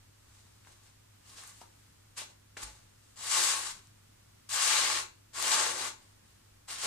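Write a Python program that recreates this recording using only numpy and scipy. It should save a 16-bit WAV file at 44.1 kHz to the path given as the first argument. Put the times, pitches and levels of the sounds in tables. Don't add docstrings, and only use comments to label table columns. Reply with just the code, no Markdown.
import sys
import numpy as np
from scipy import signal
from scipy.fft import rfft, irfft
from scipy.io import wavfile
from scipy.ndimage import uniform_filter1d

SR = 44100
rng = np.random.default_rng(int(sys.argv[2]) if len(sys.argv) > 2 else 0)


def volts_from_decibels(level):
    exponent = np.asarray(level, float) / 20
    return 10 ** exponent


def inscribe(sig):
    pcm = np.round(np.clip(np.atleast_2d(sig).T, -1, 1) * 32767)
    wavfile.write(sys.argv[1], SR, pcm.astype(np.int16))


N = 302526

# centre in Hz, share of the left-right lean, stereo spread 0-1.
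LAYERS = [(352, 0.14, 0.34), (1010, -0.072, 0.61), (3190, 0.29, 0.69), (7400, 1, 1), (13100, -0.61, 0.9)]


def rms_one(x):
    return x / np.sqrt(np.mean(x ** 2) + 1e-20)


def at_hz(points, hz):
    table_hz, values = np.array(points)[:, 0], np.array(points)[:, 1]
    return np.interp(np.log(np.maximum(hz, 1)), np.log(table_hz), values)


def drift(rate):
    r = np.exp(-80 * np.pi * rate / SR)
    slow = signal.lfilter([1], [1, -2 * r, r * r], rng.standard_normal(N // 40 + 2002))[2000:]
    return np.interp(np.arange(N) / 40, np.arange(len(slow)), rms_one(slow))


def band(x, low_hz, high_hz):
    return signal.sosfilt(signal.butter(2, [low_hz, high_hz], "band", fs=SR, output="sos"), x)


def resonance(x, hz, width_hz):
    r = np.exp(-np.pi * width_hz / SR)
    gain = (1 - r * r) / 2
    return signal.lfilter(np.array([1, 0, -1]) * gain, [1, -2 * r * np.cos(2 * np.pi * hz / SR), r * r], x)


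def coloured(x, spectrum):
    return irfft(rfft(x) * volts_from_decibels(at_hz(spectrum, np.fft.rfftfreq(N, 1 / SR))), N)


def pair(size, likeness):
    alike = np.clip(at_hz(likeness, np.fft.rfftfreq(size, 1 / SR)), -1, 1)
    mid, side = rfft(rng.standard_normal((2, size))) * np.sqrt([(1 + alike) / 2, (1 - alike) / 2])
    return irfft(np.array([mid + side, mid - side]), size)


def lean(db):
    return db * np.array([[.5], [-.5]])


def background():
    # frequency in Hz, level in dB per Hz.
    floor_colour = [(12, -42), (20, -2.5), (49, -15), (106, -3.5), (126, -8.5), (153, -12.5), (267, -13),
                    (440, -17.5), (707, -18.5), (1300, -20.5), (2090, -22.5), (7970, -24), (15600, -33)]
    # frequency in Hz, left-right likeness -1 to 1.
    floor_likeness = [(60, 1), (110, 0.89), (200, 0.66), (380, -0.44), (700, -0.71), (1290, 0.43),
                      (2380, 0.031), (4400, -0.27), (8120, 0.077), (15000, 0.0044)]
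    # frequency in Hz, level in dB rms, waver in dB, wavers per second.
    hum_tones = [(100.4, -66.5, 0.5, 4.5), (55.5, -76, 0.5, 9.7), (68.6, -93, 10.5, 6.0)]
    noise = coloured(pair(N, floor_likeness), floor_colour)
    noise = noise / np.std(band(noise, 150, 15700).mean(axis=0))
    t = np.arange(N) / SR
    hum = np.zeros(N)
    for hz, db, waver_db, rate in hum_tones:
        level = volts_from_decibels(db + waver_db * drift(rate)) * np.sqrt(2)
        hum += level * np.sin(2 * np.pi * hz * t + 0.41 * drift(rate))
    floor_db = -67
    swell = volts_from_decibels(.4 * drift(1.5))
    return volts_from_decibels(floor_db) * swell * noise + hum


def tail():
    # frequency in Hz, t60 in seconds.
    wall_t60 = [(100, .42), (500, .33), (1100, .29), (2500, .28), (6000, .23), (14000, .15)]
    # frequency in Hz, left-right likeness.
    wall_likeness = [(60, 0.47), (110, 0.79), (200, 1), (380, -0.11), (700, -1.24), (1290, 0.59),
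                     (2380, -0.51), (4400, -0.13), (8120, -1.14), (15000, 1)]
    first_echo_s = 0.00387
    t = np.arange(SR * 2 // 5) / SR
    echoes = pair(len(t), wall_likeness)
    edges = 60 * 2 ** np.arange(0, 8.6, .7)
    out = np.zeros((2, len(t)))
    for low, high in zip(edges, edges[1:]):
        t60 = at_hz(wall_t60, np.sqrt(low * high))
        out += band(echoes, low, high) * volts_from_decibels(-60 * t / t60)
    out = out * (t > first_echo_s)
    return out / np.sqrt(np.sum(out ** 2) / 2)


def room(x, turns_per_s=1.4, walls_db=-1.5):
    phase = 2 * np.pi * turns_per_s * np.arange(N) / SR
    walls = np.zeros((2, N))
    for k in range(3):
        share = np.cos(phase + k * np.pi / 3) * np.sqrt(2 / 3)
        walls += signal.oaconvolve(x * share, tail(), axes=1)[:, :N]
    return (x + volts_from_decibels(walls_db) * walls) / np.sqrt(1 + volts_from_decibels(2 * walls_db))


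def thuds():
    # start in seconds, peak in dB, pitch in Hz, t60 in seconds.
    weights = [
        (2.628, -43.5, 52, 0.36),
        (6.5, -55, 45, 0.18),
        (2.5, -61, 60, 0.23),
    ]
    t = np.arange(N) / SR
    out = np.zeros(N)
    for s, peak_db, hz, t60 in weights:
        age = np.maximum(t - s, 0)
        swell = 1 - np.exp(-age * hz / 0.67)
        out += volts_from_decibels(peak_db - 60 * age / t60) * swell * np.sin(2 * np.pi * hz * age)
    return out


def ticks(table):
    out, t = np.zeros((2, N + 4096)), np.arange(4096) / SR
    for s, peak_db, hz, width, t60, lean_db in table:
        burst = (1 + rng.standard_normal(len(t))) * volts_from_decibels(-60 * t / max(t60, .001))
        burst = resonance(resonance(burst, hz, width), hz, width)
        at = round(s * SR)
        out[:, at:at + len(t)] += volts_from_decibels(peak_db - 1.0 + lean(lean_db)) * burst / np.abs(burst).max()
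    return out[:, :N]


def brushes():
    # start in seconds, peak in dB, centre in Hz.
    strokes_of_air = [
        (1.295, -47, 4000),
        (1.372, -41, 4000),
        (1.471, -43, 10000),
        (1.496, -44, 6000),
        (.72, -51, 6000),
        (.84, -60, 5000),
    ]
    width_hz, t60_s, lean_db = 6500, .075, -3
    return ticks([(s, db, hz, width_hz, t60_s, lean_db) for s, db, hz in strokes_of_air])


def taps():
    # start in seconds, peak in dB, centre in Hz, t60 in seconds.
    landings = [(.467, -56, 1120, .02), (0.6491, -47, 1840, .008), (.6715, -44, 1150, .015),
                (1.435, -40.5, 1320, 0.03), (1.615, -38.5, 760, 0.035), (1.63, -50, 726, 0.049),
                (2.191, -37, 2600, 0.066), (2.568, -32, 1460, 0.056), (2.569, -43.5, 318, 0.11),
                (2.63, -48.5, 254, 0.1), (6.684, -40.5, 1100, .023), (6.702, -48, 1190, .025)]
    width_share, lean_db = 0.99, 3
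    return ticks([(s, db, hz, width_share * hz, t60, lean_db) for s, db, hz, t60 in landings])


def snaps():
    # start in seconds, peak in dB, left-right lean in dB.
    releases = [(0.7264, -52, 1), (0.836, -54, 8), (1.3824, -41, -5), (1.4375, -36, -2), (1.4766, -40, -9),
                (2.1775, -34, -4), (2.1881, -30, 1), (2.5721, -41, -8), (2.62, -34, -4), (2.637, -32, -1),
                (3.2716, -28, 6), (3.3156, -18, 3), (3.8716, -49, 12), (4.4932, -39, 9), (4.5285, -24, 5),
                (5.3444, -40, 1), (5.4254, -16, 5), (5.4957, -18, 6)]
    hz, width_hz, t60_s = 6600, 4600, .003
    return ticks([(s, db, hz, width_hz, t60_s, lean_db) for s, db, lean_db in releases])


def strokes(t):
    # time in seconds, scrape in dB, load on the pad -1 to 1.
    slides = [
        [(3.158, -67, .2), (3.174, -54, 0.16), (3.3, -38.5, -.3), (3.37, -31.5, 0.1), (3.5, -34, -0.16),
         (3.6, -41, 0.12), (3.715, -45, 0.02), (3.73, -62, 0.12), (3.8, -64, 0.83)],
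        [(4.484, -88, -.8), (4.492, -47, -1.4), (4.526, -34, -0.66), (4.646, -30, -0.2), (4.792, -29, -0.047),
         (4.94, -35.5, 0.26), (4.986, -35.5, .2), (5.1, -73.5, 0.85)],
        [(5.32, -84, .2), (5.336, -55.5, .2), (5.362, -41, .2), (5.432, -35, 0.43), (5.53, -30, 0.2),
         (5.672, -34.5, 0.43), (5.73, -41.5, 0.75), (5.866, -37.5, 0.33), (5.95, -70.5, 0.9)],
        [(6.668, -78, -.3), (6.683, -49, -0.15), (6.705, -43.5, 0.21), (6.771, -48.5, 0.3), (6.813, -41, -0.33),
         (6.86, -34, 0.73)],
    ]
    # hiss in dB, body in dB, left-right lean in dB.
    slide_colour = [(1, 0.5, 8), (-3.5, -1.5, 10.5), (-2, 1, 10.5), (0, 0, 4)]
    # top in seconds, scrape in dB, rise in seconds, fall in seconds, load.
    scuffs = [(.356, -69, 0.37, 0.54, 0.062), (.672, -62, 0.036, 0.19, 0.87), (.76, -79, .2, .3, 0.21),
              (.87, -67.5, 0.22, .1, .3), (1.298, -57, 0.075, 0.19, 0.14), (1.388, -52, 0.058, 0.22, 0.26),
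              (1.492, -63, 0.17, 0.1, -0.46), (1.58, -64.5, .2, 0.069, -1.6),
              (1.615, -58.5, .04, 0.026, -0.51), (1.8, -75.5, .3, 0.34, -1.3),
              (2.181, -40.5, 0.016, 0.056, -0.037), (2.213, -45.5, 0.04, 0.052, 0.99),
              (2.303, -63.5, 0.08, 0.053, 0.92), (2.571, -49.5, 0.0023, 0.21, 0.89),
              (2.634, -40.5, 0.03, 0.016, -0.65), (2.67, -59, 0.11, 0.17, 0.54), (2.85, -82, .2, 0.22, 0.1),
              (3.05, -73, 0.27, 0.46, -.8), (3.84, -70, 0.22, 0.19, 0.26), (6.02, -68, 0.17, 0.18, 0.99),
              (6.12, -77, .1, .1, .3), (6.27, -75, .1, 0.3, -0.75)]
    swell_db = 20
    hiss_db, body_db, lean_db = 0.5, -0.5, 4
    for rows, colour in zip(slides, slide_colour):
        s, db, load = np.transpose(rows)
        yield np.interp(t, s, db, left=-200, right=-200), np.interp(t, s, load), *colour
    for s, db, rise, fall, load in scuffs:
        away = np.maximum((s - t) / max(rise, .002), (t - s) / max(fall, .002))
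        yield db - swell_db * np.minimum(away, 10), load, hiss_db, body_db, lean_db


def steering():
    step = 16
    t = np.arange(0, N + step, step) / SR
    powers, *controls = zip(*[(volts_from_decibels(2 * db), *rest) for db, *rest in strokes(t)])
    total = sum(powers)
    load, hiss_db, body_db, lean_db = [sum(p * c for p, c in zip(powers, control)) / total
                                       for control in controls]
    scrape_db = 10 * np.log10(total)
    pad_db = -20.5 + 16 * load
    body_db = -6 + body_db + 0.5 * load
    hiss_db = hiss_db - 3 * load
    return [np.interp(np.arange(N) / SR, t, db) for db in (scrape_db, pad_db, body_db, hiss_db, lean_db)]


def layered(x):
    hz, centres, spectrum = np.fft.rfftfreq(N, 1 / SR), np.array(LAYERS)[:, 0], rfft(x)
    return [irfft(spectrum * at_hz(np.transpose([centres, one]), hz), N) for one in np.eye(len(centres))]


def rubbing(slips_per_s=9000., spread_db=2.5, smooth=0.72, flutter_db=1.16):
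    # frequency in Hz, level in dB per Hz.
    scrape_colour = [(88, -74), (150, -30), (359, -14), (396, -13.5), (767, -6), (861, -3.5), (949, -7.5),
                     (1090, 4), (1270, -4.5), (1990, -5.5), (2760, -7.5), (3290, -5), (7730, -2.5),
                     (13800, -10), (15600, -14)]
    # frequency in Hz, width in Hz, level in dB.
    sole_modes = [(880, 38, -2.5), (1150, 190, -12), (1780, 600, -5.5), (2855, 160, 1), (4860, 1000, -3.5),
                  (7810, 2000, 11)]
    slips = volts_from_decibels(spread_db * np.minimum(rng.exponential(1, (2, N)), 5)) * rng.choice([-1, 1], (2, N))
    slips = rms_one(slips * (rng.random((2, N)) < slips_per_s / SR))
    slips = slips + smooth * rng.standard_normal((2, N))
    slips = slips * volts_from_decibels(flutter_db * drift(33))
    ringing = sum(volts_from_decibels(db) * resonance(slips, hz, width) for hz, width, db in sole_modes)
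    pad, body, scrape, hiss, air = layered(coloured(slips + ringing, scrape_colour))
    layers = [rms_one(pad), rms_one(body), rms_one(scrape), hiss / np.std(hiss), air / np.std(hiss)]
    scrape_db, pad_db, body_db, hiss_db, lean_db = steering()
    levels = [pad_db, body_db, 0, hiss_db, hiss_db]
    out = np.zeros((2, N))
    for (mid, side), rel_db, (hz, share, spread) in zip(layers, levels, LAYERS):
        wide = (mid + spread * side * [[1], [-1]]) / np.hypot(1, spread)
        out += wide * volts_from_decibels(scrape_db + rel_db + 0.99 * drift(8.8) + share * lean(lean_db))
    return out


def ports(x):
    return np.array([x[0], np.roll(x[1], 2)])


def starved(x, loud_db=-46):
    level_db = 10 * np.log10(uniform_filter1d(np.mean(x ** 2, axis=0), size=1024) + 1e-12)
    for hz, ease in [(14900, 1.2), (14100, .2), (13300, -1.0)]:
        top = signal.sosfiltfilt(signal.butter(10, hz, "high", fs=SR, output="sos"), x)
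        given_up = (level_db > loud_db) & (drift(14) < ease)
        x = x - top * uniform_filter1d(1. * given_up, size=256)
    return x


def scene():
    clicks = snaps()
    soles = ports(rubbing()) + 0.5 * clicks + taps() + brushes()
    return room(soles) + 0.7 * clicks + thuds() + background()


def low_pass(x):
    return signal.sosfilt(signal.butter(12, 15700, fs=SR, output="sos"), x)


def record(dry):
    cutoff_hz = 15720
    cut = signal.sosfilt(signal.cheby2(16, 70, cutoff_hz * 1.026, fs=SR, output="sos"), dry)
    mix = starved(cut)
    return low_pass(mix)


dry = scene()
out = record(dry)
inscribe(out)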